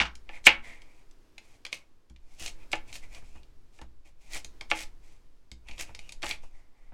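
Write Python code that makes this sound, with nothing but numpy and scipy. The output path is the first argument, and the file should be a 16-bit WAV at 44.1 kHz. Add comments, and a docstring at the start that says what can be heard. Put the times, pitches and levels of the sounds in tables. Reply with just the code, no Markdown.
"""Cutting sweet potato on a board

A small kitchen, one microphone close to a board on the counter. A knife crunches through raw sweet
potato in short pushes; the root splits and the blade knocks on the board, once hard enough to overload
the microphone. Between cuts the blade ticks against the pieces and chunks thud down. Underneath lie
the hush of the room and the rumble of moving air on the microphone."""
import sys
import numpy as np
from scipy import signal
from scipy.fft import rfft, irfft
from scipy.io import wavfile

SR = 44100
rng = np.random.default_rng(int(sys.argv[2]) if len(sys.argv) > 2 else 0)


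def bounce(signal):
    """Save signal as a 16-bit WAV file at the path given by the first command-line argument."""
    frames = np.transpose(np.atleast_2d(signal))
    limited = np.clip(frames, -1, 1)
    pcm = np.round(limited * 32767).astype(np.int16)
    wavfile.write(sys.argv[1], SR, pcm)


N = 305653
TIME = np.arange(N) / SR

# modes of the cabinet under the counter: f/Hz, level/dB, t60/s
CABINET_MODES = [(58, 1.5, 0.55), (112, -6.5, 0.092), (163, -11, 0.34), (239, -11, 0.24), (330, -16, 0.39)]
# spectrum of steel rubbing through the root: f/Hz, level/dB
RUB_SPECTRUM = [(80, -31.5), (320, -20), (700, -13), (1450, -12.5), (1900, -2), (2250, -4.5), (2700, -4),
                (3600, -6), (5000, -16), (9000, -26.5), (16000, -57)]
# spectrum of bursting cells: f/Hz, level/dB
CELL_SPECTRUM = [(200, -20.5), (1500, -10), (3000, 1.5), (4300, 2), (7300, 0.5), (10000, -8),
                 (13000, -22.5), (16000, -30.5)]
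# spectrum of a dull slap of flesh: f/Hz, level/dB
FLESH_SPECTRUM = [(60, -12.5), (115, -7), (190, -17), (320, 0), (390, -6.5), (560, -1), (820, 1.5),
                  (1300, -6), (2000, -9.5), (6000, -43)]


def from_db(db):
    """Decibels to gain."""
    return 10 ** (np.asarray(db) / 20)


def unit(x):
    """Scale to unit energy."""
    return x / np.sqrt(np.sum(x ** 2) + 1e-20)


def burst(x):
    """Scale a short response to the energy of two milliseconds at rms 1."""
    return unit(x) * np.sqrt(.002 * SR)


def at_hz(points, hz):
    """Read a table on a log-frequency axis."""
    known, values = np.transpose(points)
    return np.interp(np.log(np.maximum(hz, 1)), np.log(known), values)


def colour(points, size=4096):
    """Minimum-phase response with a given spectrum; unit energy."""
    cepstrum = irfft(np.log(from_db(at_hz(points, np.fft.rfftfreq(size, 1 / SR)))))
    cepstrum[1:size // 2] *= 2
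    cepstrum[size // 2 + 1:] = 0
    return unit(irfft(np.exp(rfft(cepstrum))))


def through(x, response):
    """Pass a sound through a response."""
    return signal.oaconvolve(x, response)[:N]


def clicks(times, levels_db):
    """One impulse for each contact."""
    return np.bincount(np.clip(np.round(times * SR).astype(int), 0, N - 1), from_db(levels_db), N)


def dying(t60):
    """One second of exponential decay."""
    return 1000 ** (-TIME[:SR] / t60)


def modes(table):
    """Struck modes from rows of f/Hz, level/dB, t60/s; neighbours swing in opposite directions."""
    return sum((-1) ** k * from_db(db) * dying(t60) * np.sin(2 * np.pi * hz * TIME[:SR])
               for k, (hz, db, t60) in enumerate(table))


def grains(per_s, spread_db):
    """Random tiny fractures, a few of them much larger than the rest; rms 1."""
    sizes = from_db(spread_db * np.minimum(rng.exponential(1, N), 4.5)) * rng.choice([-1, 1], N)
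    return unit(sizes * (rng.random(N) < per_s / SR)) * np.sqrt(N)


def room_hush(level_db=-68, swell_share=0.87):
    """The room tone, a soft noise that gently swells and sinks."""
    # contour of the swell, before scaling by swell_share: t/s, level/dB
    swell = [(0.0, -61), (0.09, -69), (1.6, -69), (2.16, -77.5), (2.61, -63), (4.15, -76), (4.52, -65),
             (5.54, -75), (5.88, -68.5), (6.93, -75.5)]
    # spectrum of the room tone: f/Hz, level/dB
    spectrum = [(41, -33), (70, -5.5), (113, -2.5), (178, -17.5), (213, -5.5), (336, -4.5), (779, -16.5),
                (934, -14), (1340, -18), (2170, -20.5), (3740, -23.5), (4910, -23.5), (16000, -37.5)]
    swell_db = np.interp(TIME, *np.transpose(swell))
    gain = from_db(level_db + swell_share * (swell_db - swell_db.mean()))
    return gain * through(rng.standard_normal(N), colour(spectrum))


def draught(gain_db=6.0):
    """Slow air rumbles on the microphone."""
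    # rise and fall of the rumble: t/s, relative level/dB
    gusts = [(0.0, -41), (0.09, -57), (0.19, -47), (2.01, -62.5), (2.43, -45), (2.49, -46.5), (2.99, -43.5),
             (4.17, -54), (4.34, -44), (4.48, -50), (4.82, -44.5), (5.6, -58.5), (5.67, -47), (6.41, -44.5),
             (6.77, -58.5), (6.93, -47.5)]
    # spectrum of air on the microphone: f/Hz, level/dB
    spectrum = [(10, 10.5), (20, 1), (40, -12.5), (65, -21), (110, -24), (200, -36), (500, -60.5),
                (2000, -94.5)]
    gain = from_db(np.interp(TIME, *np.transpose(gusts)) + gain_db)
    return gain * through(rng.standard_normal(N), colour(spectrum, size=16384))


def kitchen(x, near_db=-12.5, near_t60=0.076, far_db=-12.0):
    """Quick reflections off counter and wall, then the room's tail, dying band by band."""
    # the room's reverberation: f/Hz, t60/s, level/dB
    reverb = [(100, .33, 2), (500, 0.18, 3.5), (1320, 0.28, 0), (2330, .2, -7.5), (3400, 0.17, 2),
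              (5000, 0.17, -1.5), (9000, .2, -4), (15000, .13, -2.5)]
    decays, levels = np.array(reverb)[:, [0, 1]], np.array(reverb)[:, [0, 2]]
    edges_hz = np.geomspace(70, 18000, 15)
    tail = 0
    for low, high in zip(edges_hz, edges_hz[1:]):
        hz = np.sqrt(low * high)
        band_pass = signal.butter(2, [low, high], "band", fs=SR, output="sos")
        band = signal.sosfilt(band_pass, rng.standard_normal(SR))
        tail = tail + band * dying(at_hz(decays, hz)) * from_db(at_hz(levels, hz))
    near = unit(rng.standard_normal(SR) * dying(near_t60) * (TIME[:SR] > .002))
    far = unit(tail * np.minimum(TIME[:SR] / .009, 1))
    return through(x, from_db(near_db) * near + from_db(far_db) * far)


def thuds(slap_t60=0.11):
    """Knife blows and softer bumps give a dull slap and wake the low modes of the cabinet."""
    # low thuds in counter and cabinet: t/s, cabinet level/dB, slap level/dB
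    hits = [(.002, -36, -49.5), (0.469, -41, -31), (2.103, -47, -67.5), (2.409, -45, -55),
            (2.731, -55, -32), (3.165, -59, -53.5), (3.221, -52, -59), (3.354, -48.5, -53.5),
            (3.815, -45, -46), (4.354, -56, -43.5), (4.445, -50.5, -57), (4.612, -59, -44.5),
            (4.715, -58, -35), (5.517, -45, -66), (5.691, -48, -58.5), (5.791, -52, -57),
            (5.893, -50, -51.5), (6.238, -47, -35), (6.435, -77, -55), (6.921, -49.5, -53.5)]
    times, cabinet_db, slap_db = np.transpose(hits)
    slap = through(clicks(times, slap_db), dying(slap_t60)) * rng.standard_normal(N)
    boom = through(clicks(times, cabinet_db), modes(CABINET_MODES))
    return boom + through(slap, colour(FLESH_SPECTRUM))


def ticks(body_db=-6.0, crisp_db=-4.5, snap_gain=2.0, crumble_t60=0.022):
    """Each tick is a small snap followed by a few milliseconds of finer fractures."""
    # blade touching and snapping the pieces: t/s, relative level/dB, treble offset/dB
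    touches = [(0.1537, -44, 4), (0.4421, -41, -2.5), (.819, -44, -6), (1.1111, -63, 12),
               (1.3809, -31, -13.5), (1.651, -24, -11.5), (1.6657, -30.5, -13.5), (1.728, -19.5, -11.5),
               (2.0986, -56.5, 3), (2.162, -46, -24), (2.461, -28.5, 2.5), (2.478, -28, -5),
               (2.717, -36, 2), (2.755, -34.5, -2), (2.928, -31.5, -6), (2.9552, -34, -5),
               (3.1476, -34.5, -3.5), (3.4324, -47, -14), (3.8146, -39, -5), (4.334, -32.5, -3),
               (4.4463, -40.5, 9), (4.6105, -27.5, -10), (4.7016, -32, -3), (4.7893, -30.5, -7),
               (4.834, -34, -12), (5.516, -33.5, -7), (5.6858, -34.5, -14), (5.712, -34.5, -17),
               (5.78, -34.5, -12), (5.9491, -33, -3), (5.9912, -33.5, -6.5), (6.0923, -33.5, -4.5),
               (6.122, -34.5, 3), (6.221, -32.5, -7), (6.229, -20.5, -32), (6.2649, -22.5, -29),
               (6.3102, -16, -25)]
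    # spectrum of a tick's body: f/Hz, level/dB
    body_spectrum = [(100, -21), (350, -15), (750, -14), (1450, -15.5), (1950, -8), (2230, 3.5),
                     (2700, -4.5), (3200, -3), (4500, -8.5), (9000, -27), (16000, -45.5)]
    times, level_db, treble_db = np.transpose(touches)
    layers = (level_db + body_db, body_spectrum), (level_db + treble_db + crisp_db, CELL_SPECTRUM)
    out = 0
    for db, spectrum in layers:
        contact = clicks(times, db)
        crumble = grains(12000, 0.48) * through(contact, dying(crumble_t60))
        out = out + through(snap_gain * contact + crumble, colour(spectrum))
    return out


def pushes(fall_db=23.5):
    """Force builds, holds and lets go; gives the gains of rubbing and bursting, and the rasp's pitch."""
    # strokes through the flesh, rising and falling by fall_db over attack and release:
    # t/s at full force, attack/s, hold/s, release/s, force level/dB, crispness/dB, rasp f/Hz
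    strokes = [(0.345, .07, 0.032, 0.035, -48, -15, 2190), (0.647, 0.038, .06, .17, -47.5, -14.5, 2130),
               (.9, .1, 0.12, .06, -70.5, -5.5, 2323), (1.43, .05, .13, 0.047, -69, -1, 2300),
               (1.73, .02, 0.011, 0.068, -51, 0, 2680), (2.323, .15, .03, 0.093, -69, 0, 2292),
               (2.403, .025, 0.081, 0.039, -48.5, 3.5, 2728), (2.615, .06, .02, 0.044, -59, -13.5, 2354),
               (2.887, .035, 0.016, .05, -54, -5.5, 2414), (2.943, .02, 0.023, 0.042, -52, 5.5, 2730),
               (3.03, 0.016, .018, 0.033, -53, -9.5, 2200), (3.135, .06, 0.043, .06, -53, -5.5, 2295),
               (3.247, .03, 0.054, 0.1, -69.5, 1, 2340), (3.355, .05, .025, .07, -63.5, -7, 2625),
               (3.747, .04, .04, .06, -71, 4, 2327), (4.052, 0.0082, 0.027, 0.06, -64, -4.5, 2351),
               (4.217, .04, 0.065, .1, -68, -0.5, 2385), (4.341, 0.043, 0.032, .035, -39, -1, 2200),
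               (4.763, .04, 0.064, 0.0385, -44, -1, 2280), (5.04, .04, 0.091, 0.12, -69, 0, 2242),
               (5.684, .035, 0.049, 0.064, -52.5, -10.5, 2474), (5.799, 0.024, .02, 0.033, -40, 0, 2458),
               (5.872, .03, 0.026, 0.075, -58, -10, 2450), (6.013, 0.071, .11, .06, -62, -7, 2750),
               (6.241, .015, 0.058, 0.034, -44.5, 0, 2262), (6.304, .03, .015, 0.051, -37, -10, 2270),
               (6.435, .03, 0.0077, 0.069, -63, -1, 2659), (6.55, .08, .05, .12, -68, -8, 2110),
               (6.778, 0.098, .12, 0.11, -72, -13.5, 2100)]
    rub, crisp, weighted_hz = 0, 0, 0
    for at, attack, hold, release, force_db, crisp_db, hz in strokes:
        slack = np.maximum(at - TIME, 0) / attack + np.maximum(TIME - at - hold, 0) / release
        force = from_db(force_db - np.minimum(fall_db * slack, 100))
        rub += force
        crisp += force * from_db(crisp_db)
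        weighted_hz += force * hz
    return rub, crisp, weighted_hz / rub


def rasp(pitch_hz, width_hz):
    """A narrow resonance, kept going by friction, that wanders as the blade sinks in; rms 1."""
    low_pass = signal.butter(2, width_hz / 2, fs=SR, output="sos")
    shake = signal.sosfilt(low_pass, rng.standard_normal((2, N)))
    phase = 2 * np.pi * np.cumsum(pitch_hz) / SR
    return unit(shake[0] * np.cos(phase) + shake[1] * np.sin(phase)) * np.sqrt(N)


def slicing(rub_db=-7.5, slide_db=-11.5, rasp_db=-2.0, cells_db=-1.5, fibre_db=-7.0,
            grumble_db=-54.5, cabinet_db=-54.0, breaking_db=-52.0, hard_push_db=-38):
    """Cells burst in dense grains ahead of the edge, shaking blade, board and cabinet; fibres snap."""
    # spectrum of a tough fibre snapping: f/Hz, level/dB
    fibre_spectrum = [(300, -13), (2000, -3.5), (6000, 1.5), (11500, -4.5), (16000, -14)]
    rub, crisp, pitch_hz = pushes()
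    # a light push mostly slides and rasps; a hard one breaks cells
    breaking = np.clip(crisp / from_db(breaking_db), .4, .9)
    drive = np.sqrt(breaking) * grains(1100, 3.2) + np.sqrt(1 - breaking) * rng.standard_normal(N)
    friction = from_db(rub_db) * crisp * .5 + from_db(slide_db) * rub
    blade = through(friction * drive, colour(RUB_SPECTRUM))
    squeal = from_db(rasp_db) * rub * np.sqrt(1 - .5 * breaking) * rasp(pitch_hz, width_hz=470)
    cells = from_db(cells_db) * through(crisp * drive, colour(CELL_SPECTRUM))
    fibres = from_db(fibre_db) * through(crisp * grains(per_s=250, spread_db=3), colour(fibre_spectrum))
    grumble = (rub / from_db(hard_push_db)) ** 0.62   # the low end swings less than the force
    dull_body = from_db(grumble_db) * colour(FLESH_SPECTRUM, size=SR)
    cabinet = from_db(cabinet_db) * unit(modes(CABINET_MODES))
    return blade + squeal + cells + fibres + through(grumble * drive, dull_body + cabinet)


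def board(times, levels_db, detune=.009, vary_db=1.37, low_cut_hz=270):
    """The small board rings without bass; spot and load shift its modes a little from blow to blow."""
    # modes of the board on the counter: f/Hz, level/dB, t60/s
    board_modes = [(232, -22, 0.45), (328.6, -13, .25), (400, -13, .06), (484, -12, 0.17), (561, -11, .15),
                   (688, -8.5, .05), (758, -6, 0.09), (852, -3, 0.078), (918, -11.5, 0.14),
                   (1150, -11, .06), (1385.6, -6, .045), (1720, -8, 0.043), (1758, -3.5, .07)]
    hz, db, t60 = np.transpose(board_modes)
    out = np.zeros(N + SR)
    for at, gain in zip(times, from_db(levels_db)):
        pitch_draw, level_draw = rng.standard_normal((2, len(hz)))
        ring = modes(zip(hz * (1 + detune * pitch_draw), db + vary_db * level_draw, t60))
        start = round(at * SR)
        out[start:start + SR] += gain * burst(ring)
    return signal.sosfilt(signal.butter(2, low_cut_hz, "high", fs=SR, output="sos"), out[:N])


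def chatter(times, levels_db, loss_db, count=6, first_gap_s=.0018, gap_growth=1.5):
    """The blade rebounds on the board in a quick run of ever weaker contacts."""
    turn = np.arange(count)
    delay = np.r_[0, np.cumsum(first_gap_s * gap_growth ** turn[:-1])]
    contact_db = levels_db[:, None] - loss_db[:, None] * turn
    return clicks((times[:, None] + delay).ravel(), contact_db.ravel())


def knocks(rattle_t60=0.1, tear_s=0.0052, ring_db=-9.5, steel_db=-9.5, steel_t60=.18):
    """The flesh tears in a swift swell; the blade lands, chatters, rattles and rings steel and board."""
    # knife on board: t/s, levels/dB of blade, board, rattle and tear, loss per rebound/dB
    blows = [(.001, -20.5, -34, -20, -78, 6), (0.014, -19.5, -36, -29, -68, 13.5),
             (0.054, -39, -62, -36.5, -70, 18), (.2921, -36, -38.5, -51, -72.5, 23.5),
             (0.4665, -22, -59, -60, -21, 20), (0.4682, 1.5, -15, -15.5, -32, 3),
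             (2.7318, -19.5, -24.5, -34.5, -33, 4.5), (3.7894, -50, -46.5, -68, -66.5, 9),
             (4.7146, -14.5, -21, -32.5, -35, 6.5), (6.2347, -33, -31.5, -34.5, -40, 7)]
    # spectrum of the blade's impact: f/Hz, level/dB
    impact_spectrum = [(100, -25), (400, -18), (1250, -20.5), (1900, -3.5), (2300, 3.5), (2800, -1.5),
                       (3800, -11), (7000, -30.5), (10000, -45.5), (16000, -70)]
    # damped resonances of blade and handle: f/Hz, width/Hz, level/dB
    blade_modes = [(1734, 140, -6.5), (2120, 580, 0.5), (2560, 1500, -11.5), (3120, 650, -7.5)]
    # partials of the steel singing on after a blow: f/Hz, level/dB
    steel_partials = [(2087, -2), (2139, -4), (2226, -2.5), (2287, 1), (2450, -4.5), (2520, 2.5),
                      (2574, -4), (2669, -4.5), (2739, -5), (2935, -7), (3084, -5.5), (3197, -4)]
    # spectrum of the blade's rattle: f/Hz, level/dB
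    rattle_spectrum = [(100, -21), (230, -8), (400, -12.5), (1050, -1.5), (1400, -3), (2100, -3.5),
                       (2900, -0.5), (4000, -11), (6000, -17.5), (10000, -37.5), (16000, -66)]
    times, blade_db, board_db, rattle_db, tear_db, loss_db = np.transpose(blows)
    blade_ring = modes([(hz, db, np.log(1000) / (np.pi * width)) for hz, width, db in blade_modes])
    impact = burst(colour(impact_spectrum, size=SR)) + from_db(ring_db) * burst(blade_ring)
    blade = through(chatter(times, blade_db, loss_db), impact)
    steel_ring = modes([(hz, db, steel_t60) for hz, db in steel_partials])
    steel = through(clicks(times, blade_db + steel_db), burst(steel_ring))
    rattle_gain = through(clicks(times, rattle_db), dying(rattle_t60))
    rattle = through(rattle_gain * grains(5000, 1.3), colour(rattle_spectrum))
    # a decay run backwards, so the tearing grows into each blow
    build_up = through(clicks(times, tear_db)[::-1], np.exp(-TIME[:SR] / tear_s))[::-1]
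    tear = through(build_up * grains(9000, 2.3), colour(CELL_SPECTRUM) + 0.13 * colour(RUB_SPECTRUM))
    return blade + steel + board(times, board_db) + rattle + tear


def scene(knock_room_db=-2.0, tick_room_db=1.5):
    """The knife up close in mono, with the kitchen answering; thuds, draught and hush lie below."""
    knock, tick, cut = knocks(), ticks(), slicing()
    room = kitchen(from_db(knock_room_db) * knock + from_db(tick_room_db) * tick + cut)
    return (knock + tick + cut + room + thuds() + draught() + room_hush())[None]


def record(dry):
    """The loudest blow softly overloads the microphone; the top is cut steeply."""
    ceiling, cutoff_hz = .8, 16000
    rounded = dry / (1 + (dry / ceiling) ** 4) ** .25
    return signal.sosfilt(signal.ellip(10, .1, 70, cutoff_hz, fs=SR, output="sos"), rounded)


dry = scene()
out = record(dry)
bounce(out)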